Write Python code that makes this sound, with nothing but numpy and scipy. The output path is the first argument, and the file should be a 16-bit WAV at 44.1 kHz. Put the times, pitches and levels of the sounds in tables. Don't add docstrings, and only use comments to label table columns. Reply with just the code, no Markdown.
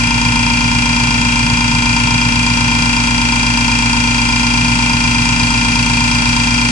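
import sys
import numpy as np
from scipy import signal
from scipy.fft import rfft, irfft, next_fast_len
from scipy.io import wavfile
from scipy.ndimage import uniform_filter1d, map_coordinates

SR = 44100
rng = np.random.default_rng(int(sys.argv[2]) if len(sys.argv) > 2 else 0)


def digitize_waveform(pressure):
    field = np.atleast_2d(pressure).T
    bounded = np.clip(field, -1, 1)
    quanta = np.round(bounded * 32767).astype(np.int16)
    wavfile.write(sys.argv[1], SR, quanta)


N = 295911
MAINS_HZ, START_TURN = 60.015, -.061
EARS = np.array([[.5], [-.5]])

# time in seconds, turns per second.
SHAFT_SPEED = [(0.0, 28.005), (1.0, 28.001), (2.0, 27.985), (3.0, 27.968), (4.0, 27.958), (5.0, 27.956),
               (6.0, 27.941), (6.7, 27.893)]
# multiple of the mains, level in dB, left minus right in dB, left lead in radians.
HUM_PARTIALS = [(2, -24.5, -6, 0.69), (3, -62, -4, 0.12), (4, -19.5, 0.5, 0.22), (6, -53.5, 5, 0),
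                (8, -48.5, 8.5, 0.11)]
# multiple of the shaft speed (rounded when used),
# level in dB, left minus right in dB, left lead in radians.
STROKE_PARTIALS = [(2, -23.5, 0, 0.13), (3, -49, 5, 0), (4, -30.5, 0.5, 0.21), (5, -50, 1, 0),
                   (6, -31, 0, 0.22), (8, -33.5, 2, 0.23), (10, -32.5, 2, 0.27), (12, -44, 2, -0.028),
                   (14, -46.5, -1, 1.1), (22, -45, 2.5, -0.13)]
WHINE_PARTIALS = [(50, -30, -3, -2), (52, -52, 9, -2.5), (53, -37, 5.5, 2.5), (54, -25, 1, 3),
                  (64.36, -42, -0.5, 0.5), (65.9, -35.5, -1, 2.6), (73, -35, 11.5, 2),
                  (75.75, -38.5, -7, -2), (86.1, -33.5, 0.5, 0.7), (96.2, -33, 9.5, 3.1),
                  (100.08, -32.5, 1, -0.2), (101.4, -32.5, 10, 3.5), (117.24, -38.5, 20.5, 0.4),
                  (120.84, -38, -8, 2), (139, -42.5, -1, 1), (163.3, -37.5, -1, -1.7),
                  (202, -35, 8.5, 1.53), (220, -45.5, 8, -2)]
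# shaft angle in turns, relative level in dB, decay in turns.
JOLT_CONTACTS = [(.94, -1.5, 0.37), (.48, -4.5, 0.31)]
KNOCK_CONTACTS = [(.87, -6.5, 0.042), (0.99, -8.5, 0.042), (.14, -14.5, 0.052), (.45, -18.5, 0.11)]
VANE_CONTACTS = [(.89, -4, .05), (.03, 2.5, 0.068), (.11, -1, 0.099), (.25, -4.5, 0.1), (.6, -2.5, 0.091)]
RATTLE_CONTACTS = [(.885, -1.5, 0.022), (.935, -2, 0.037), (.995, 1, 0.031), (.1, -9, 0.17),
                   (.45, -9.5, 0.11), (.66, -9, 0.027)]
# frequency in Hz, bandwidth in Hz, relative level in dB.
BASE_MODES = [(430, 130, -9), (616, 92, 3)]
CASING_MODES = [(392, 136, -22.5), (617, 47, -29), (803.6, 74, -10.5), (926, 49, -5.5), (1037, 44, -6.5),
                (1118, 98, -22), (1278, 45, -16.5), (1426, 80, -24.5), (1580, 90, -28.5), (1817, 170, -20),
                (2038, 58, -16.5)]
COVER_MODES = [(2160, 220, -18), (2334, 39, -5.5), (2406, 35, -3), (2498, 89, -7.5), (2579, 74, -8),
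               (2684, 51, -9), (2806, 23, -9.5), (3015, 96, -18), (3160, 22, -10.5), (3297, 35, -10.5)]
FITTING_MODES = [(3610, 140, -12), (3839, 94, -5.5), (4396, 56, -2.5), (4568, 48, 1), (4800, 260, -2),
                 (5340, 92, -8), (5674, 59, -6.5), (6030, 215, -7.5), (6870, 580, -15), (7130, 600, -13.5),
                 (8100, 660, -13.5)]
# frequency in Hz, relative spectral density in dB.
HISS_SPECTRUM = [(300, -5.5), (700, -2.5), (1500, 3), (3000, -4.5), (5000, 1), (7200, 2), (8200, -4),
                 (9200, -11), (9900, -4), (10400, -17.5), (11000, -50)]
RUMBLE_SPECTRUM = [(15, -11), (36, 2.5), (52, -12), (80, 2.5), (130, 0.5), (165, -3), (205, -1),
                   (245, -4.5), (330, -16), (600, -20), (1500, -51)]
# frequency in Hz, side minus mid in dB.
STEREO_WIDTH = [(100, -19), (300, -6), (930, -9), (1150, 3.5), (1420, -0.5), (1800, -11), (2150, -4),
                (2400, -4.5), (3300, -4.5), (4200, 2.5), (4850, -2), (5300, -0.5), (9000, 0.5)]
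# angle in turns, first and final pitch in Hz, rise and decay in seconds,
# level in dB, swing with the torque in dB, left minus right in dB, left lead in radians.
RINGING_PARTS = [(.90, 997, 930, 0.0014, 0.0022, -17.5, 0, -2.5, .5),
                 (.91, 928, 930, 0.0024, 0.024, -18.5, 4, 2, 0.55),
                 (0.216, 1000, 1000, .002, 0.0093, -20, 2.5, -2, .7),
                 (.93, 2698, 2586, 0.0022, 0.0019, -2.5, -1, 8, 1.3),
                 (.10, 2880, 2400, 0.0016, 0.0028, -6.5, -1.2, 10.5, 1.45),
                 (.17, 2460, 2392, 0.0046, .012, -9, 0.5, -3, 1.08),
                 (.66, 3300, 3313, .0015, 0.003, -22, 5, 12, 1.1),
                 (.90, 4980, 4850, 0.0022, .0028, -6.5, 2.5, 1, 1.2)]
# time in seconds, relative level in dB.
EXHAUST_GULPS = [(0.0676, -19), (0.12, -19), (0.1737, -18), (0.2272, -14), (0.2641, -14), (0.3164, -14),
                 (0.3528, -17.5), (0.4059, -20), (0.4594, -14), (0.5125, -21), (0.5855, -20), (0.62, -18),
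                 (0.6565, -16), (0.7102, -19), (0.7635, -13), (0.8166, -20), (0.8696, -13), (0.9058, -19),
                 (0.9769, -17), (1.0314, -16), (1.0838, -13), (1.1376, -17), (1.1925, -13), (1.281, -26),
                 (1.3345, -17), (1.3875, -18), (1.4415, -13), (1.4782, -17), (1.5317, -13), (1.5853, -16),
                 (1.6206, -18), (1.693, -16), (1.7455, -9), (1.798, -17), (1.8519, -18), (1.9052, -17),
                 (1.9426, -19), (2.0496, -14), (2.1224, -22), (2.1567, -12), (2.2644, -14), (2.3714, -17),
                 (2.4075, -20), (2.4601, -19), (2.5141, -15.5), (2.6213, -14), (2.6746, -14.5),
                 (2.7286, -15), (2.8008, -19), (2.837, -15), (4.6247, -18), (4.679, -16), (4.7313, -16),
                 (4.8594, -22), (4.8935, -18), (4.9469, -14.5), (5.053, -12), (5.107, -20), (5.1617, -19),
                 (5.216, -17), (5.268, -17), (5.322, -18), (5.377, -18), (5.429, -15), (5.502, -16.5),
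                 (5.5889, -22), (5.6444, -21), (5.7172, -17), (5.7512, -16), (5.8047, -17), (5.86, -19),
                 (5.9122, -16), (5.9664, -20), (6.0215, -18), (6.0932, -12), (6.1467, -17), (6.2005, -17),
                 (6.2875, -17), (6.362, -23), (6.3959, -19), (6.4692, -18), (6.577, -19), (6.6304, -21),
                 (6.6626, -21)]


def amp(db):
    return 10 ** (np.asarray(db) / 20)


def unit_rms(x):
    return x / np.sqrt(np.mean(x ** 2) + 1e-20)


def along(points, hz):
    knots_hz, values = np.transpose(points)
    return np.interp(np.log(hz + 1), np.log(knots_hz + 1), values)


def wobble(rate):
    return map_coordinates(rng.standard_normal(int(N * rate / SR) + 4), [np.arange(N) * rate / SR])


def filtered(x, response):
    size = next_fast_len(N + SR // 4)
    return irfft(rfft(x, size) * response(np.fft.rfftfreq(size, 1 / SR)), size)[..., :N]


def resonances(modes):
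    return lambda hz: sum((-1) ** k * amp(db) * 1j * hz * width / (centre**2 - hz**2 + 1j * hz * width)
                          for k, (centre, width, db) in enumerate(modes))


def radiate(drives, response, pan_db):
    mid, side = filtered(drives, lambda hz: response(hz) * amp([0 * hz, along(STEREO_WIDTH, hz)]))
    return unit_rms(np.array([mid + side, mid - side]) * amp(pan_db * EARS))


def force(contacts, turn, floor_db):
    power = sum(amp(2 * db) * np.exp(-2 * ((turn - angle) % 1) / decay) for angle, db, decay in contacts)
    return unit_rms(np.sqrt(power + amp(2 * floor_db)))


def scrape(contacts, turn, floor_db, fresh_db, size=1576):
    grip = force(contacts, np.arange(size) / size, floor_db)
    texture = grip * rng.standard_normal((2, size))
    for _ in range(6):
        flat = irfft(np.exp(1j * np.angle(rfft(texture))), size)
        local_power = np.abs(uniform_filter1d(flat ** 2, size=60, mode="wrap"))
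        texture = grip * flat / np.sqrt(local_power + 1e-12)
    repeated = np.array([map_coordinates(row, [turn % 1 * size], mode="grid-wrap") for row in texture])
    grit = force(contacts, turn, floor_db) * rng.standard_normal((2, N))
    return unit_rms(repeated) + amp(fresh_db) * grit


def harmonics(partials, cycles, waver_db):
    return np.sqrt(2) * sum(amp(db + pan_db * EARS + waver_db * wobble(9))
                            * np.sin(2 * np.pi * round(multiple) * cycles + lead * EARS)
                            for multiple, db, pan_db, lead in partials)


def motor_hum(mains, turn):
    load = 1 + 0.13 * np.cos(4 * np.pi * (turn - .03))
    return load * harmonics(HUM_PARTIALS, mains - .055, waver_db=0.5)


def stroke_throb(turn):
    return harmonics(STROKE_PARTIALS, turn + 0.097, waver_db=0.2)


def casing_whine(turn):
    jolts = force(JOLT_CONTACTS, turn, floor_db=-9)
    return jolts * harmonics(WHINE_PARTIALS, turn + .095, waver_db=0.5)


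def base_buzz(turn):
    jolts = scrape(JOLT_CONTACTS, turn, floor_db=-18, fresh_db=-15)
    return amp(-47.5) * radiate(jolts, resonances(BASE_MODES), pan_db=-5)


def mechanism_clatter(mains, turn):
    ripple = np.cos(4 * np.pi * mains)
    knock_turn = turn + 0.0016 * ripple + 0.00017 * wobble(28)
    vane_turn = turn + 0.00057 * ripple
    effort = amp(0.45 * ripple + 0.17 * wobble(28))
    hardening = np.linspace(-.5, .5, N)
    knocking = scrape(KNOCK_CONTACTS, knock_turn, floor_db=-25.5, fresh_db=-11)
    tapping = scrape(VANE_CONTACTS, vane_turn, floor_db=-13.5, fresh_db=-2)
    rattling = scrape(RATTLE_CONTACTS, vane_turn, floor_db=-13.5, fresh_db=0.5)
    air = force(RATTLE_CONTACTS, turn, floor_db=-6.5) * rng.standard_normal((2, N))
    casing = amp(-27.5) * radiate(knocking, resonances(CASING_MODES), pan_db=-1)
    cover = amp(-23) * radiate(tapping, resonances(COVER_MODES), pan_db=4.5)
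    fittings = amp(-24.5 + 2.4 * hardening) * radiate(rattling, resonances(FITTING_MODES), pan_db=1)
    hiss = amp(-24 + hardening) * radiate(air, lambda hz: amp(along(HISS_SPECTRUM, hz)), pan_db=4.5)
    return effort * (casing + cover + fittings + hiss)


def ringing_parts(t, turn, glide_s=0.0039, scatter_db=1.05, jitter_s=2e-5, sway_s=3e-5, lag_rad=0.47):
    out = np.zeros((2, N))
    for angle, first_hz, final_hz, rise_s, decay_s, db, swing_db, pan_db, lead in RINGING_PARTS:
        starts = np.interp(np.arange(np.floor(turn[-1])) + angle % 1, turn, t)
        offset_s = ((angle + .5) % 1 - .5) / SHAFT_SPEED[0][1]
        for start, (strength, slip) in zip(starts, rng.standard_normal((len(starts), 2))):
            torque_phase = 4 * np.pi * MAINS_HZ * (start - offset_s) - lag_rad
            span = slice(int(start * SR), int(start * SR) + SR // 14)
            age = np.maximum(t[span] - start - sway_s * np.sin(torque_phase) - jitter_s * slip, 0)
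            cycles = final_hz * age + (first_hz - final_hz) * glide_s * (1 - np.exp(-age / glide_s))
            envelope = (1 - np.exp(-(age / rise_s) ** 2)) * np.exp(-age / decay_s)
            gain = amp(db + swing_db * np.cos(torque_phase) + scatter_db * strength + pan_db * EARS)
            out[:, span] += gain * envelope * np.sin(2 * np.pi * cycles + lead * EARS)
    return out


def air_rumble():
    noise = rng.standard_normal((2, N))
    return amp(-30) * radiate(noise, lambda hz: amp(along(RUMBLE_SPECTRUM, hz)), pan_db=2.5)


def exhaust_gulps(pulse_hz=127, pulse_s=0.0073, ring_hz=158, ring_t60_s=0.2, ring_db=-8.5):
    t = np.arange(-SR // 40, SR // 8) / SR
    pulse = -np.cos(2 * np.pi * pulse_hz * t) * np.exp(-(t / pulse_s) ** 2)
    envelope = amp(ring_db - 60 * t / ring_t60_s) * np.clip(t / 0.0097, 0, 1)
    ring = envelope * np.cos(2 * np.pi * ring_hz * (t - .003))
    lifts = np.zeros(N)
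    for time_s, db in EXHAUST_GULPS:
        lifts[round(time_s * SR)] = amp(db)
    centre = np.argmin(np.abs(t))
    return amp(-1) * signal.fftconvolve(lifts, pulse + ring)[centre:centre + N]


def scene():
    t = np.arange(N) / SR
    turn = START_TURN + np.cumsum(np.interp(t, *np.transpose(SHAFT_SPEED))) / SR
    mains = MAINS_HZ * t
    drone = motor_hum(mains, turn) + stroke_throb(turn) + casing_whine(turn) + base_buzz(turn)
    clatter = mechanism_clatter(mains, turn) + ringing_parts(t, turn)
    return drone + clatter + air_rumble() + exhaust_gulps()


def record(dry):
    ceiling, top_hz = .96, 10650
    rounded = dry / (1 + np.abs(dry / ceiling) ** 10) ** (1 / 10)
    return filtered(rounded, lambda hz: hz < top_hz)


dry = scene()
out = record(dry)
digitize_waveform(out)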